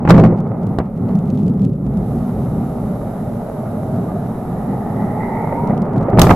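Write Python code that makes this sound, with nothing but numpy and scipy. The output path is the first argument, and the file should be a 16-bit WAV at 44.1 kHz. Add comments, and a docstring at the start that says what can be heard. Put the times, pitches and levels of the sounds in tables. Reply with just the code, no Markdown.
"""Demolition charges crack first, shock fronts with boom and bark rolling round the hills; a lone one follows.
A tall chimney topples far across a valley: shaped noise rumbles and roars, blocks thud, dull knocks stand out.
Air rushing out of the shaft, noise in moving resonances, climbs in pitch until a last, brighter volley.
Loud crests overload the microphone, whose own faint hiss lies under everything."""
import sys
import numpy as np
from scipy import signal
from scipy.fft import rfft, irfft, next_fast_len
from scipy.io import wavfile
from scipy.ndimage import uniform_filter1d, map_coordinates

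SR = 44100
rng = np.random.default_rng(int(sys.argv[2]) if len(sys.argv) > 2 else 0)


def generate_wav(sig):
    """Save sig (samples, or channels by samples) to the path in sys.argv[1] as 16-bit PCM at SR."""
    pcm = np.round(np.clip(np.atleast_2d(sig).T, -1, 1) * 32767).astype(np.int16)
    wavfile.write(sys.argv[1], SR, pcm)


N = 280035
TIME = np.arange(N) / SR

# All spectra are relative: they shape noise that is then set to rms 1.
# click of the overloaded recorder, also colours the crackle: hz, density_db_per_hz
CLICK_SPECTRUM = [(800, -26), (2500, 3.5), (8000, -6.5), (14000, -11.5), (15000, -31)]


def collapse(shake_trim_db=-9.0, rumble_trim_db=0.0, roar_trim_db=-1.24, grain=0.51,
             grit_db=-41, grit_growth=1.36, lumps_db=3, surge_db=1.6):
    """Masonry pounds the ground: a shake, a rumble and the roar of countless pieces, dulled by distance."""
    # ground shake: time_s, level_db (before trim)
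    shake_level = [(0.36, -30.5), (1.8, -27), (1.95, -18), (2.25, -22.5), (2.6, -24), (3.45, -32.5),
                   (4.8, -29), (6.12, -57.5)]
    # weight of masonry coming down: time_s, rumble_level_db (before trim and surge)
    rumble_level = [(0.04, -20), (0.36, -19.5), (0.58, -21), (0.66, -16.5), (0.88, -24), (1.08, -17.5),
                    (1.66, -16.5), (1.78, -21.5), (1.92, -16.5), (2.34, -19), (2.72, -21.5), (2.88, -19.5),
                    (3.12, -23.5), (3.36, -23), (3.48, -26.5), (3.92, -20.5), (4.64, -22.5), (5.08, -18.5),
                    (5.38, -23.8), (5.8, -15.5), (5.88, -25), (5.98, -13.5), (6.12, -27)]
    # rubble breaking up: time_s, roar_level_db (before trim and pan)
    roar_level = [(0.36, -27.5), (0.74, -28.5), (0.9, -38), (1.1, -28), (1.42, -34), (1.58, -33.5),
                  (1.74, -41.5), (1.96, -29), (4.48, -27.5), (5.74, -21), (5.8, -22.5), (6.12, -19)]
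    # each spectrum: hz, density_db_per_hz
    shake_spectrum = [(12, -11.5), (22, 5), (35, -31.5), (58, 15.5), (78, -2.5), (120, -37), (300, -100)]
    rumble_spectrum = [(40, -46), (72, -24), (98, -7), (125, -3), (150, -3), (178, -2), (240, -4),
                       (320, -19), (410, -17), (510, -30), (900, -76), (1500, -110)]
    roar_spectrum = [(200, -4.5), (330, -5), (410, 1.5), (510, -3.5), (620, -1), (790, -1.5), (1000, -12),
                     (1100, -14), (1250, -12), (1600, -26.5), (2050, -27.5), (2700, -43), (4500, -63),
                     (14000, -99.5)]

    shake_db = curves(shake_level)[0] + shake_trim_db + lumps_db * wobble(26)
    shake = amp(shake_db) * even(noise(shake_spectrum), span_s=0.1)

    rumble_db = curves(rumble_level)[0] + surge_db * wobble(14)
    rumble = amp(rumble_db + rumble_trim_db) * even(noise(rumble_spectrum), span_s=0.046)

    roar_db = curves(roar_level)[0] + roar_trim_db + 0.33 * wobble(12)
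    pieces = impacts(rate_hz=650, spread_db=5.0) * grain + rng.standard_normal((2, N))
    roar = amp(roar_db) * even(coloured(pieces, roar_spectrum), span_s=0.12)

    # a fine dry crackle wherever the rumble is heavy
    crackle = coloured(impacts(rate_hz=170, spread_db=2.5), CLICK_SPECTRUM)
    grit = amp(grit_db + grit_growth * rumble_db) * crackle
    return shake + rumble + grit + roar * amp([[-.6], [.6]])


def thuds(ground_hz=180, length_s=0.0094, click_db=-27):
    """Heavy blocks heave the ground for a few cycles, each with a faint recorder click on its crest."""
    # heaviest blocks landing: crest_s, thud_db
    blocks = [(0.387, -17), (0.404, -13), (0.6683, -15), (1.0904, -14), (1.154, -8), (1.1891, -13.5),
              (1.3028, -10), (1.3755, -15), (1.4342, -15.5), (1.481, -11), (1.5953, -15.5), (1.6187, -11),
              (1.6449, -13), (1.9726, -8.5), (5.6746, -10.5), (5.7782, -9.5), (5.8203, -9.5), (5.9809, -12),
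              (6.029, -15), (6.1008, -11.5)]
    low = np.zeros(N)
    for crest_s, db in blocks:
        cycles = np.cos(2 * np.pi * ground_hz * (TIME - crest_s))
        low -= amp(db) * swell(crest_s, length_s) * cycles
    times_s, thud_db = np.transpose(blocks)
    click_envelope = bursts(times_s, thud_db + click_db, t60s=0.0075, rise_s=0.00009)
    return low + click_envelope * noise(CLICK_SPECTRUM)


def dull_knocks(trim_db=-3):
    """Short dull mid-range knocks, bursts of noise, where the roar's random grain stands out."""
    # knocks in the roar: start_s, level_db (before trim)
    onsets = [(0.323, -11.5), (1.085, -22), (2.711, -26), (3.266, -24), (3.664, -23), (4.573, -22),
              (4.741, -19), (5.525, -10.5), (5.553, -18.5), (5.705, -9), (6.083, -7)]
    # hz, density_db_per_hz
    knock_spectrum = [(250, -23), (500, 14), (750, 5), (1250, -25), (2000, -14), (3500, -60.5)]
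    times_s, level_db = np.transpose(onsets)
    envelope = bursts(times_s, level_db + trim_db, t60s=0.058, rise_s=0.00077)
    return envelope * even(noise(knock_spectrum), span_s=0.005)


def rush(upper_ratio=2.29, upper_db=-20, waver=0.00798, flutter_db=2.0, skirt_ratio=.85, skirt_db=-7):
    """The hollow shaft shortens as it breaks up, so the air driven through it howls ever higher, in uneven puffs."""
    # air leaving the falling shaft: time_s, resonance_hz, level_db (before flutter and pan)
    shaft = [(2.4, 545, -42), (2.9, 585, -35.5), (3.2, 612, -34.5), (3.85, 630, -34), (4.15, 685, -32.5),
             (4.4, 725, -44), (4.65, 795, -33.5), (5.15, 850, -32), (5.45, 890, -29.5), (5.7, 935, -29),
             (5.82, 967, -64)]
    # half-widths of the resonances: lower_hz, skirt_hz, upper_hz
    widths_hz = (52, 85, 175)
    # the upper resonance opens up once: crest_s, length_s, rise_db
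    upper_swell = (5.25, .36, 9.5)

    centre_hz, level_db = curves(shaft)
    lower_width_hz, skirt_width_hz, upper_width_hz = widths_hz
    wavering_hz = centre_hz * (1 + waver * wobble(11))
    lower = resonance(wavering_hz, lower_width_hz, side=0.11) * amp(flutter_db * wobble(12))
    skirt = resonance(centre_hz * skirt_ratio, skirt_width_hz, side=1.0) * amp(skirt_db)

    # broad and breathy
    crest_s, length_s, rise_db = upper_swell
    opening_db = upper_db + rise_db * swell(crest_s, length_s) + 2.1 * wobble(22)
    upper = resonance(centre_hz * upper_ratio, upper_width_hz, side=0.76) * amp(opening_db)
    return amp(level_db) * (lower + skirt + upper) * amp([[-.8], [.8]])


def whine():
    """A narrow, short-lived resonance in the falling debris."""
    # crest_s, length_s, pitch_hz, level_db
    crest_s, length_s, pitch_hz, level_db = (4.12, .09, 1200, -47)
    tone = resonance(np.full(N, pitch_hz), width_hz=26, side=0.34)
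    return amp(level_db) * swell(crest_s, length_s) * tone


def blasts(crackle=0.38, crack_trim_db=-2):
    """Each charge: shock front, then deep shake, boom and bark scattered by the ground, topped by a rough crack."""
    # charges: start_s, strength_db (sets all but the crack), crack_db (before trim and pan), hill_roll_t60_s
    charges = [(0.0514, -16.5, -51, 0.11), (0.075, -12, -36, 0.058), (0.089, -11, -26.5, 0.22),
               (0.096, -4.5, -19.5, 0.23), (0.105, 3, -13.5, .2), (0.1412, -15, -40.5, 0.59),
               (0.164, -13, -41, .24), (0.178, -10, -32.5, .35), (0.198, -13, -33.5, .22),
               (0.2372, -9, -33.5, 0.25), (0.25, -13, -41, .36), (0.7861, -15.5, -27, 0.089),
               (0.801, -17, -52, .11), (6.132, -20, -73, 0.53), (6.174, -12, -48, 0.41),
               (6.186, -3.5, -29.5, 0.098), (6.1931, -1, -7, 0.11), (6.216, -2, 0.5, 0.067),
               (6.219, -10.5, -7, .08), (6.231, -13, -25.5, .17), (6.242, -11.5, -33.5, .24),
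               (6.268, -6, -32, .11), (6.293, -6.5, -30, 0.068), (6.302, -5.5, -24.5, .2),
               (6.308, 2, -24, 0.073)]
    # drift over the volleys: time_s, sub_re_strength_db, sizzle_re_crack_db, crack_tail_t60_s
    volleys = [(0.3, -33.5, -17, 0.16), (0.78, -24, -10.5, .04), (6.1, -10.5, -0.5, 0.33)]
    # each spectrum: hz, density_db_per_hz
    sub_spectrum = [(12, -11), (28, -3), (45, -7), (65, -8.5), (95, -0.5), (140, -21.5), (300, -79)]
    boom_spectrum = [(15, -15.5), (30, -15.5), (70, -49.5), (115, 1), (145, -10.5), (172, 5), (235, -9.5),
                     (330, -14), (700, -22.5), (2000, -80)]
    bark_spectrum = [(150, -17), (350, -4), (450, -2.5), (800, 3), (1000, -5.5), (1200, -3.5),
                     (1600, -17.5), (2100, -17), (3000, -32.5), (6000, -71)]
    crack_spectrum = [(500, -40), (1800, -0.5), (3000, 8.5), (4200, 8), (8000, -4.5), (12000, -10.5),
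                      (14600, -23.5), (16000, -22.5)]
    sizzle_spectrum = [(2500, -24), (5500, 2.5), (10000, -1), (13700, 3.5), (14500, -6.5), (16000, -22.5)]

    times_s, strength_db, crack_db, roll_t60_s = np.transpose(charges)
    sub_db, sizzle_db, tail_t60_s = curves(volleys)

    # shock front: 2.5 dB at strength 0 dB, 0.36 dB more per dB of strength
    front_db = 2.5 + 0.36 * strength_db
    arrivals = np.bincount((times_s * SR).astype(int), amp(front_db), N)
    front = -signal.fftconvolve(arrivals, shock(push_s=0.0012, edge_s=0.0016))[:N]

    sub_envelope = amp(sub_db) * bursts(times_s, strength_db, t60s=.2, rise_s=0.0044)
    sub = sub_envelope * even(noise(sub_spectrum), span_s=.03)

    # longer rolls pile up more boom: 6.5 dB per doubling, 3.5 dB re strength at 0.22 s
    roll = even(noise(boom_spectrum), span_s=0.0092)
    boom_db = strength_db + 3.5 + 6.5 * np.log2(roll_t60_s / 0.22)
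    boom = bursts(times_s, boom_db, roll_t60_s, rise_s=0.0014) * roll

    # the bark and its scatter off the ground
    direct = bursts(times_s, strength_db, t60s=0.055, rise_s=0.00037)
    scatter = bursts(times_s, strength_db - 19.5, t60s=0.43, rise_s=.01)
    bark = np.hypot(direct, scatter) * even(noise(bark_spectrum), span_s=0.0064)

    # the crack sputters on the crests of the boom noise, positive and negative
    sputter = unit(1 - crackle + crackle * roll ** 2)
    treble = noise(crack_spectrum) + amp(sizzle_db) * noise(sizzle_spectrum)
    snap = bursts(times_s, crack_db, 0.2 * roll_t60_s, rise_s=0.00085)
    tail_db = -29.5 + .5 * crack_db
    tail = bursts(times_s, tail_db, np.interp(times_s, TIME, tail_t60_s), rise_s=0.0014)
    crack = np.hypot(snap, tail) * sputter * treble * amp(crack_trim_db)
    return front + sub + boom + bark + crack * amp([[-1.2], [1.2]])


def hiss(trim_db=-.5, pan_db=2.5):
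    """Microphone hiss: faint noise with a high sheen, stronger on the right, its level rising and sinking."""
    # time_s, level_db (before trim and pan)
    hiss_level = [(0.3, -72.5), (0.74, -60.5), (0.85, -67), (1.1, -59.5), (1.45, -61), (1.75, -66.5),
                  (2.1, -53), (5.6, -54), (5.85, -64.5)]
    # hz, density_db_per_hz
    hiss_spectrum = [(500, -8), (2900, 0.5), (3500, -2), (3800, 3.5), (4200, -3.5), (7000, -3.5),
                     (10000, -1), (11300, 8.5), (12500, -2), (14100, -1), (14600, -46.5)]
    level_db = curves(hiss_level)[0] + trim_db
    return amp(level_db) * noise(hiss_spectrum) * amp([[-pan_db], [pan_db]])


def shock(push_s, edge_s):
    """A steep push and an equal, longer suction, peak 1; the edge is rounded by the air."""
    t = TIME[:SR // 20]
    wave = np.gradient(t * np.exp(-t / push_s) * (1 - np.exp(-(t / edge_s) ** 2)))
    return wave / wave.max()


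def resonance(centre_hz, width_hz, side):
    """Turbulence in a narrow, steep-sided resonance that follows the centre curve; rms 1."""
    slow = filtered(rng.standard_normal((2, 2, N)), lambda hz: 1 / (1 + (hz / width_hz) ** 3))
    phase = 2 * np.pi * np.cumsum(centre_hz) / SR
    mid, wide = slow[0] * np.cos(phase) + slow[1] * np.sin(phase)
    return unit(np.array([mid + side * wide, mid - side * wide]))


def impacts(rate_hz, spread_db):
    """Random stereo impacts of rms 1, rate_hz a second, sizes scattered by spread_db."""
    hits = rng.random((2, N)) < rate_hz / SR
    sizes = rng.standard_normal((2, N)) * amp(max(spread_db, 0) * rng.standard_normal((2, N)))
    return unit(hits * sizes)


def bursts(times_s, levels_db, t60s, rise_s):
    """Envelope of sounds that swell, die away and end within 0.5 s; overlapping ones add in power."""
    power = np.zeros(N)
    for start_s, db, t60 in np.broadcast(times_s, levels_db, t60s):
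        start = int(start_s * SR)
        t = TIME[:min(N - start, SR // 2)]
        decay = amp(db - 60 * t / t60)
        onset = 1 - np.exp(-(t / rise_s) ** 2)
        power[start:start + len(t)] += (decay * onset) ** 2
    return np.sqrt(power)


def swell(crest_s, length_s):
    """A smooth rise and fall, 1 at the crest and 1/e at length_s either side."""
    return np.exp(-((TIME - crest_s) / length_s) ** 2)


def wobble(rate_hz):
    """A smooth random curve, rate_hz knots a second."""
    knots = rng.standard_normal(int(N * rate_hz / SR) + 4)
    return map_coordinates(knots, [TIME * rate_hz])


def noise(spectrum):
    """Stereo noise of rms 1."""
    return coloured(rng.standard_normal((2, N)), spectrum)


def coloured(pair, spectrum):
    """Two unrelated signals as a stereo sound of rms 1: near mono in the bass, wide in the treble."""
    # hz, left_right_correlation
    likeness = [(30, 0.99), (170, 1), (300, 0.98), (600, 0.88), (1200, 0.9), (2200, 0.33), (6000, 0.22),
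                (12000, 0.18)]

    def mid_side(hz):
        angle = np.arccos(np.clip(along(likeness, hz), -1, 1)) / 2
        return amp(along(spectrum, hz)) * [np.cos(angle), np.sin(angle)]

    mid, side = filtered(pair, mid_side)
    return unit(np.array([mid + side, mid - side]))


def even(x, span_s):
    """x with its chance swells longer than span_s levelled out."""
    size = max(int(span_s * SR), 8)
    power = np.mean(x ** 2, axis=0)
    power = uniform_filter1d(uniform_filter1d(power, size), size)
    return x / np.sqrt(np.abs(power) + 1e-9)


def filtered(x, response):
    """x times a response of frequency."""
    m = next_fast_len(N + SR // 4)
    return irfft(rfft(x, m) * response(np.fft.rfftfreq(m, 1 / SR)), m)[..., :N]


def curves(rows):
    """One value per sample for each column after the time."""
    s, *columns = np.transpose(rows)
    return [np.interp(TIME, s, column) for column in columns]


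def along(points, hz):
    """(Hz, value) points read on a log axis."""
    f, v = np.transpose(points)
    return np.interp(np.log(hz + 1), np.log(f + 1), v)


def amp(db):
    """Decibels to gain."""
    return 10 ** (np.asarray(db) / 20)


def unit(x):
    """x at rms 1."""
    return x / np.sqrt(np.mean(x ** 2) + 1e-20)


def flatten(x, top, hardness):
    """Crests above top are pressed flat."""
    return x / (1 + np.abs(x / top) ** hardness) ** (1 / hardness)


def scene():
    """Collapse and charges, a little to the right, over the hiss."""
    valley = collapse() + thuds() + dull_knocks() + rush() + blasts() + whine()
    return valley * amp([[-.15], [.15]]) + hiss()


def record(dry, split_hz=2200, top_hz=16400):
    """Big slow waves flatten first, sooner on the left; treble rides on them to full scale, cut above top_hz."""
    low = filtered(dry, lambda hz: 1 / (1 + (hz / split_hz) ** 4))
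    treble = dry - low
    low_top = np.array([[.85], [.98]])  # left, right
    x = flatten(low, low_top, hardness=23.0) + treble
    x = flatten(x, 1, hardness=30)
    return filtered(x, lambda hz: hz < top_hz)


dry = scene()
out = record(dry)
generate_wav(out)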